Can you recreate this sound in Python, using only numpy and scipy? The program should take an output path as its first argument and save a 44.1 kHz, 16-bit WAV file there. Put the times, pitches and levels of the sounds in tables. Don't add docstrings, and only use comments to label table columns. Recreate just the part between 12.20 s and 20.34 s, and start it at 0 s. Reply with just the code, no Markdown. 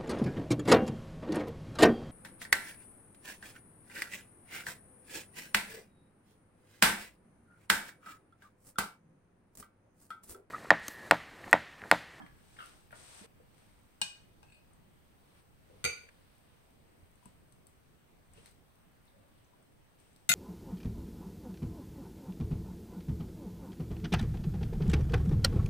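import sys
import numpy as np
from scipy import signal
from scipy.io import wavfile
from scipy.ndimage import uniform_filter1d

SR = 44100
rng = np.random.default_rng(int(sys.argv[2]) if len(sys.argv) > 2 else 0)


def persist_wave(psi):
    counts = np.round(np.clip(psi, -1, 1) * 32767).astype(np.int16)
    wavfile.write(sys.argv[1], SR, np.atleast_2d(counts).T)


def linear_from_db(decibels):
    return 10 ** (np.asarray(decibels, float) / 20)


N = 358974

# frequency in Hz, level in dB.
WARE = [(200, -34), (650, -19), (1300, -7), (2500, -10.5), (5000, -1), (6800, -5.5), (9000, -8.5),
        (11500, -14), (12500, -24), (15000, -29)]


def evened(x):
    return x / np.sqrt(np.mean(x ** 2) + 1e-20)


def read(points, hz):
    f, value = np.transpose(points)
    return np.interp(np.log(hz + 1), np.log(f + 1), value)


def add(mix, s, sound):
    part = mix[..., round(s * SR):][..., :sound.shape[-1]]
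    part += sound[..., :part.shape[-1]]


def colour(x, points):
    log_gain = np.log(linear_from_db(read(points, abs(np.fft.fftfreq(4096, 1 / SR)))))
    taps = np.fft.ifft(np.exp(np.conj(signal.hilbert(log_gain)))).real[:2048]
    return signal.oaconvolve(x, taps)[:len(x)]


def resonate(x, hz, width):
    turn = np.exp(2j * np.pi * np.cumsum(hz * np.ones(len(x))) / SR)
    r = np.exp(-np.pi * abs(width) / SR)
    return 2 * (turn * signal.lfilter([1 - r], [1, -r], x / turn)).real


def struck(modes, spray, blows, lean_db):
    out, t = np.zeros((2, N)), np.arange(SR // 4) / SR
    hz, width, db, extra_db = np.transpose(modes)[:, :, None]
    sides = linear_from_db(extra_db * [[[.5]], [[-.5]]])
    sign = (-1.) ** np.arange(len(hz))[:, None]
    for s, peak_db, tilt_db, crack_db in blows:
        spot_db = 1.5 * rng.standard_normal(hz.shape)
        phase = rng.uniform(-1.96, 1, (2, *hz.shape))
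        phase = phase * np.minimum(hz / 900, 1) * [[[.3]], [[1.5]]]
        height = linear_from_db(db + spot_db + tilt_db * np.log2(hz / 3000)) * width * np.exp(-np.pi * width * t)
        ring = (sides * sign * height * np.sin(2 * np.pi * hz * t + phase)).sum(1)
        ring *= 1 - np.exp(-t / 0.0002)
        crack = [colour(c * linear_from_db(-60 * t / 0.027), spray) for c in rng.standard_normal((2, len(t)))]
        body = ring / np.linalg.norm(height[:, 0]) + linear_from_db(crack_db) * np.array(crack)
        add(out, s, linear_from_db(peak_db) * body * linear_from_db([[lean_db / 2], [-lean_db / 2]]))
    return out


def plate(lean_db):
    # frequency in Hz, width in Hz, level in dB, extra lean to the left in dB.
    modes = [(829, 70, -5.5, 9), (1620, 29, 3, -2), (2477, 23.4, 6, -3.5), (2513, 20, -3, -15),
             (2926, 87, 3, -7), (2870, 46, 1.5, -17), (3260, 330, -15, -1), (3650, 45, -4, -10),
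             (3720, 26, 1.5, -12), (3820, 60, -11, -11), (4243, 38, 1.5, -5), (4770, 18.5, -4, -10),
             (5220, 60, -21, -8), (5650, 16, -4.5, -3), (6130, 25, -11, -7), (6394, 58, -11, 0),
             (7610, 60, -26, -3), (8060, 270, -12, 5), (8280, 43, -19, -1), (8340, 40, -7, -2),
             (8510, 40, -12, 0), (9360, 31, -18, -10), (10340, 210, -17, -14), (12300, 62, -21, 8),
             (13340, 110, -34, -2)]
    # start in seconds, peak in dB, treble tilt (hardness) in dB an octave, crack in dB.
    blows = [
        (1.8150, -23, 0.2, 0.91),
        (1.8171, -25.5, 0, 0.86),
    ]
    return struck(modes, WARE, blows, lean_db)


def chatter():
    s = 2.299 + 0.023 * np.arange(4)
    top_s, top_db, swell_db_per_s, fade_db_per_s = 2.326, -53.5, 300, 200
    under_db = np.maximum(swell_db_per_s * (top_s - s), fade_db_per_s * (s - top_s))
    tilt_db, crack_db = -1, -22
    return [(at, top_db - db, tilt_db, crack_db) for at, db in zip(s, under_db)]


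def rim(lean_db):
    # frequency in Hz, width in Hz, level in dB, extra lean to the left in dB.
    modes = [(845, 84, -18.5, 4), (1600, 25, -12, 3), (2520, 27, -5, 3), (2636, 51, -5.5, -2),
             (2890, 56, -10, 0), (3740, 50, -15, -2), (4262, 25, -11, -5), (4740, 45, -20, -5),
             (7870, 50, -17, 0), (8320, 41, -17.5, -3), (9160, 100, -24, 0)]
    # start in seconds, peak in dB, treble tilt in dB an octave, crack in dB.
    taps = [
        (2.2297, -50.5, -9.5, -3),
        (2.285, -63, -4, -10),
    ]
    return struck(modes, WARE, taps + chatter(), lean_db)


def pan(lean_db):
    # frequency in Hz, width in Hz, level in dB, extra lean to the left in dB.
    modes = [(459, 37, -8.5, 0.5), (806, 130, -20, -1.5), (1420, 120, -10.5, 6), (1456, 11, -0.5, -8),
             (2010, 95, -12, -5.5), (2150, 40, -7, 0), (2180, 30, -9, -5.5), (2238, 19, -2.5, 0),
             (2317, 25, -0.5, -5), (2329, 10, 0.5, -3.5), (2369, 15, 9, -4.5), (2346, 16, 7, -3),
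             (2443, 34, -2.5, -0.5), (2605, 48.6, -13, -3), (2682, 55, -14, -2), (2900, 100, -16.5, -5.5),
             (3743, 40, -8.5, -3.5), (4350, 83, -16.5, -2.5), (4570, 25, -4, 0), (4670, 11, -2, -10.5),
             (4727, 32, -6, 1), (4730, 44, -10, -6.5), (5048, 35, -15, -7), (6134, 40, -6, -3),
             (6280, 23, -6.5, -4), (6400, 32, -11.5, -3), (6520, 62, -8.5, 6), (7100, 65, -15, 6),
             (8120, 74, -21, 1), (9030, 53, -23, 11), (9070, 60, -22, 6), (9600, 130, -19.5, 0.5),
             (10700, 110, -23, -1), (13100, 150, -30.5, 11), (14700, 160, -31.5, -2.5)]
    # frequency in Hz, level in dB.
    metal = [(300, -43), (1200, -2), (2400, -6.5), (4700, 0.5), (5150, -16), (5300, -45), (5650, -45),
             (5850, -13), (6300, 0.5), (9000, -11), (12000, -13), (15500, -27)]
    # start in seconds, peak in dB, treble tilt in dB an octave, crack in dB.
    blows = [
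        (3.6411, -25, 1.5, 0),
        (3.649, -19, 0, -5),
        (3.659, -25, -5.5, -10),
        (3.677, -36, 1, -14),
        (3.697, -46, -1, -16),
        (3.731, -40.5, -2.5, -23),
        (3.889, -60.5, -9.5, -2),
    ]
    return struck(modes, metal, blows, lean_db)


def bowl(lean_db):
    # frequency in Hz, width in Hz, level in dB, extra lean to the left in dB.
    modes = [(664, 27, -16, -4), (1440, 47, -4.5, -2), (2051, 18.5, 4, 1), (2430, 42, -7, -21),
             (2534, 41, -2.5, -1), (2640, 95, -9.5, 7), (2776, 110, -12, 8), (3020, 52, -9, -9),
             (3470, 69, -8, 2), (3767, 35, -3.5, -12.5), (4120, 110, -20, 12), (4243, 26, -2, -13),
             (5170, 24, -5, -5), (6100, 50, -17, -6), (6280, 29, -2, -2), (6810, 26, 4.5, 14),
             (7830, 33, -11, 1), (8070, 40, -10.5, -3), (8230, 130, -25, -3), (8950, 21.2, -10, -3),
             (9635, 20, -7, 2.5), (10680, 35.5, -8, 1), (11500, 60, -29, 3), (13000, 39, -12, -4),
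             (13500, 150, -22, -1), (14656, 35, -17, 0.5)]
    # start in seconds, peak in dB, treble tilt in dB an octave, crack in dB.
    blows = [
        (8.0906, -18, 4, -14),
        (8.0930, -17, 3.5, -6.5),
        (8.0948, -24, 4, -3),
        (8.0977, -21.5, -4.5, -10),
        (8.101, -29, 0.5, -2),
        (8.1045, -33, -2, -5),
        (8.1165, -18, -2.5, -6),
        (8.1375, -22, 1, -5),
    ]
    return struck(modes, WARE, blows, lean_db)


def laden_plate(lean_db):
    # frequency in Hz, width in Hz, level in dB, extra lean to the left in dB.
    modes = [(987, 31, 3, 7.5), (1628, 38, -12.5, -6), (2560, 42, -16, 0)]
    # start in seconds, peak in dB, treble tilt in dB an octave, crack in dB.
    blows = [
        (5.027, -66, 2, -8),
        (5.0567, -57, 4, -6),
        (7.335, -66, -14, -4),
    ]
    return struck(modes, WARE, blows, lean_db)


def counter(lean_db):
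    # frequency in Hz, width in Hz, level in dB, extra lean to the left in dB.
    modes = [(200, 40, -5, 3), (297, 27, -4.5, -2), (860, 244, -4, 1), (1150, 120, -14, -5),
             (1695, 49, -5, 0), (2100, 240, -18, -2)]
    # start in seconds, peak in dB, treble tilt in dB an octave, crack in dB.
    blows = [
        (.001, -38, -0.5, -29),
        (.008, -55, 5, -20),
        (.014, -47, -3, -19),
        (.024, -48.5, -7.5, -25),
    ]
    return struck(modes, WARE, blows, lean_db)


def squeak():
    # time in seconds, level in dB, pitch in Hz.
    glide = [
        (.384, -60, 1620),
        (.390, -51, 1560),
        (.402, -51, 1490),
        (.42, -52, 1420),
        (.437, -54, 1330),
        (.446, -68, 1350),
        (.46, -61, 1450),
        (.48, -68, 1400),
        (.5, -74, 1400),
    ]
    out, (s, db, hz) = np.zeros(N), np.transpose(glide)
    t = np.arange(s[0], s[-1], 1 / SR)
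    wobble, stutter = (evened(uniform_filter1d(v, 90)) for v in rng.standard_normal((2, len(t))))
    turns = 2 * np.pi * np.cumsum(np.interp(t, s, hz) * (1 + 0.028 * wobble)) / SR
    tone = np.sin(turns) + linear_from_db(-7) * np.sin(2 * turns)
    tone += linear_from_db(1) * np.sin(.86 * turns) * (t < .43)
    level_db = np.interp(t, s, db) + 4.3 * stutter
    add(out, s[0], tone * linear_from_db(level_db) * signal.windows.tukey(len(t), .1))
    return out


def swells():
    # start, peak and end in seconds, peak level in dB, brightness in dB.
    strokes = [(1.197, 1.408, 1.8, -68.5, 1.5), (2.851, 3.197, 3.24, -64, -6), (3.298, 3.606, 5.4, -64, -8),
               (4.963, 5.064, 5.2, -66.5, -6), (5.42, 5.53, 5.5, -76, 3), (6.103, 6.175, 6.42, -65, 2),
               (6.202, 6.278, 6.33, -65, 6), (6.805, 6.867, 7.05, -70, -5), (7.002, 7.183, 7.3, -68, -13),
               (7.768, 7.79, 8.4, -78, 10), (8.02, 8.072, 6.6, -67, -1)]
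    rows = []
    for t0, top, t1, db, bright_db in strokes:
        end_db = db - 15.5
        rows.append([(t0, end_db, bright_db), (top, db, bright_db), (t1, end_db, bright_db)])
    return rows


def rubs():
    # time in seconds, level in dB, brightness at the top in dB.
    scuffs = [
        [(0.0, -83, 10), (0.008, -60, -15), (0.052, -74, -9), (0.062, -65, -7), (0.12, -74, -1),
         (0.35, -71.5, 9.5), (0.402, -53, -7.5), (0.456, -58.5, 2.5), (0.7, -84, 12)],
        [(0.7, -67, 3), (0.726, -58, -17), (0.758, -76, 22), (0.994, -68.5, 17.5), (1.062, -56, -0.5),
         (1.07, -80, 0)],
    ]
    # frequency in Hz, level in dB.
    rub_spectrum = [(150, -10), (500, 3), (1500, 1), (3500, -1.5), (6500, -8.5), (10000, -7.5),
                    (16000, -26.5)]
    out = np.zeros((2, N))
    for rows in scuffs + swells():
        s, db, bright_db = np.transpose(rows)
        t = np.arange(s[0], s[-1], 1 / SR)
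        for side in out:
            slips = rng.standard_normal(len(t)) * linear_from_db(2.0 * rng.exponential(1, len(t)))
            dull = evened(colour(slips, rub_spectrum))
            top = resonate(dull, 7400, 4560)
            stroke = dull + (linear_from_db(np.interp(t, s, bright_db)) - 1) * top
            pressure = linear_from_db(np.interp(t, s, db) - 2.5)
            add(side, s[0], pressure * stroke * signal.windows.tukey(len(t), .08))
    return out


def contacts(rows, rise):
    out, t = np.zeros(N), np.arange(SR // 4) / SR
    for s, peak_db, hz, width, t60 in rows:
        puff = resonate(rng.standard_normal(len(t)) * np.exp(-t / 0.00081), hz, width) * 1.72
        puff += resonate(rng.standard_normal(len(t)), hz, width) * linear_from_db(-60 * t / max(t60, .005)) * 0.8
        puff = resonate(puff, hz, 2.8 * width + 120) * (1 - np.exp(-t / rise))
        add(out, s - rise, linear_from_db(peak_db) * puff / abs(puff).max())
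    return out


def alike(rows, shared):
    return [(*row, *shared) for row in rows]


def ticks_and_snaps():
    # start in seconds, peak in dB.
    ticks = [(0.459, -46), (0.7175, -53), (4.1517, -58), (4.182, -60), (4.5062, -61.5), (4.9147, -61),
             (5.469, -46.5), (6.2592, -48.5), (6.3121, -54.5), (6.556, -61.5), (6.8538, -60), (6.8744, -72),
             (7.2394, -70), (7.9618, -54)]
    snaps = [(2.534, -61), (4.7874, -75), (4.8224, -74), (4.956, -61), (5.0344, -64), (5.0564, -50),
             (5.3235, -55.5), (6.1355, -53), (7.4264, -69), (7.8002, -60), (7.9294, -65)]
    # centre in Hz, width in Hz, t60 in seconds.
    tick_shape = (9800, 7800, .018)
    snap_shape = (8100, 2400, 0.025)
    return contacts(alike(ticks, tick_shape) + alike(snaps, snap_shape), 0.00019)


def knocks_and_pings():
    # start in seconds, peak in dB, centre in Hz, width in Hz, t60 in seconds.
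    knocks = [(.064, -46, 1880, 865, 0.024), (.367, -50.5, 1800, 800, 0.033), (.708, -51, 1570, 700, 0.029),
              (.727, -42, 1440, 400, 0.073), (.729, -43, 690, 393, 0.072), (.747, -67, 870, 500, .05),
              (3.888, -52, 1390, 500, 0.044), (3.889, -51, 2100, 700, 0.036), (7.962, -57, 4500, 2000, .02),
              (5.057, -66, 3000, 3020, .02), (5.324, -61.5, 3500, 2500, 0.024), (6.15, -65, 2900, 300, .06),
              (6.176, -56.5, 2900, 200, 0.073), (6.259, -54, 1780, 900, 0.017),
              (6.26, -49, 4020, 2200, 0.02), (6.879, -63, 3810, 600, 0.036),
              (7.245, -64.5, 6150, 899, 0.053)]
    pings = [
        (0.019, -57.5, 3200, 41, 0.1),
        (.43, -75, 11500, 150, .25),
        (1.2, -55, 480, 43, 0.054),
        (6.93, -62.5, 550, 37, 0.94),
        (3.499, -55, 480, 70, 0.37),
    ]
    return contacts(knocks + pings, .0006)


def thuds_and_booms():
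    # start in seconds, peak in dB, centre in Hz.
    thuds = [
        (1.013, -48.5, 181),
        (1.04, -51, 477),
        (1.819, -49, 185),
        (3.839, -57.5, 454),
        (4.829, -52.5, 109),
        (5.059, -50.5, 200),
        (6.177, -55, 465),
        (6.198, -58, 153),
        (8.1, -37, 154),
    ]
    # width in Hz, t60 in seconds.
    thud_shape = (52, 0.058)
    # start in seconds, peak in dB, centre in Hz, width in Hz, t60 in seconds.
    booms = [
        (3.646, -46.5, 156, 63, 0.084),
        (3.646, -46, 77, 58, 0.15),
        (5.062, -58, 55, 32, 0.23),
        (6.119, -60, 38, 16, .2),
        (8.098, -47.5, 94, 32, 0.2),
    ]
    return contacts(alike(thuds, thud_shape) + booms, 0.0028)


def kitchen():
    # frequency in Hz, t60 in seconds.
    decay = [(150, 0.19), (600, 0.34), (2400, 0.5), (5000, 0.47), (9000, 0.39), (15000, 0.36)]
    size = SR * 3 // 4
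    taps = np.zeros((2, size))
    at = np.arange(60, size - 12, 12) + rng.integers(0, 12, (2, (size - 61) // 12))
    np.put_along_axis(taps, at, rng.choice([-1., 1.], at.shape), 1)
    hz, t, z = signal.stft(taps, SR, nperseg=128)
    late_db = -60 * t / read(decay, hz)[:, None]
    fade = linear_from_db(late_db / 0.55) + linear_from_db(late_db - 2.5)
    tail = signal.istft(z * fade, SR, nperseg=128)[1][:, :size]
    tail *= 1 - np.exp(-np.arange(size) / SR / 0.00131)
    return tail / np.linalg.norm(tail[0])


def air():
    # frequency in Hz, level in dB.
    tone_spectrum = [(20, -3.5), (60, 1), (130, -0.5), (300, -8), (700, -13), (1500, -18.5), (3000, -23),
                     (5000, -30), (9000, -32), (16000, -31)]
    # frequency in Hz, left-right likeness.
    likeness = [(40, 0.29), (130, 0.37), (300, 0.18), (700, 0.042), (2000, 0.097)]
    frames, hz = N // 256 + 5, np.fft.rfftfreq(1024, 1 / SR)
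    a, b, c, d, patches = rng.standard_normal((frames, 513, 5)).T
    patches = evened(uniform_filter1d(uniform_filter1d(patches, 14, 0), 20, 1))
    same, left = np.clip(read(likeness, hz), -1, 1)[:, None], a + 1j * b
    right = same * left + np.sqrt(1 - same ** 2) * (c + 1j * d)
    z = np.array([left, right]) * linear_from_db(read(tone_spectrum, hz)[:, None] + 1.08 * patches)
    return evened(signal.istft(z, nperseg=1024, noverlap=768)[1][:, :N])


def scene():
    cuts = [0, 1.064, 3.897, 8.2]
    air_db = [-63.5, -64.5, -64.5]
    leans_db = [-5.5, 8, 3.5, 4.5, 7.5, 9.5]
    sends_db = [7, -3, 0.5, -1.5, -3, -9, -3.5]
    wares = [counter, plate, rim, pan, bowl, laden_plate]
    to_left = linear_from_db([[1.5], [-4]])
    small = (ticks_and_snaps() + knocks_and_pings()) * to_left + thuds_and_booms()
    near = [ware(lean_db) for ware, lean_db in zip(wares, leans_db)] + [small]
    sole = squeak()
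    send = sum(linear_from_db(db) * x.mean(0) for db, x in zip(sends_db, near)) + sole * linear_from_db(-4.5)
    direct = sum(near) + sole * to_left + rubs()
    tone, tail, out = air(), kitchen(), np.zeros((2, N))
    for t0, t1, tone_db in zip(cuts, cuts[1:], air_db):
        view = slice(round(t0 * SR), round(t1 * SR))
        echo = signal.fftconvolve(send[None, view], tail, axes=1)[:, :send[view].size]
        out[:, view] = direct[:, view] + linear_from_db(0.5) * echo + linear_from_db(tone_db) * tone[:, view]
    return out


def top_cut(x):
    return signal.sosfilt(signal.butter(12, 16510, fs=SR, output="sos"), x)


def record(dry):
    # frequency in Hz, level in dB; the left rings near 8.4 kHz, the right is shaded from 7 to 12 kHz.
    left_port = [(5000, 0.5), (7000, -6.5), (7600, 4.5), (8000, 9), (8400, 13), (9200, 6.5), (10500, 3.5),
                 (11500, 1), (14000, 3)]
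    right_port = [(4000, 1), (6800, 2.5), (7500, -14), (8300, -33), (9300, -25), (11000, -3.5),
                  (14000, 2.5)]
    late = np.pad(dry[1], (20, 0))[:N]
    ports = np.array([colour(dry[0], left_port), colour(late, right_port)])
    ports += linear_from_db(-84.5) * rng.standard_normal((N, 2)).T
    ports = signal.oaconvolve(ports, signal.firwin(255, 15850, fs=SR)[None], "same")
    return top_cut(ports)


dry = scene()
out = record(dry)
persist_wave(out)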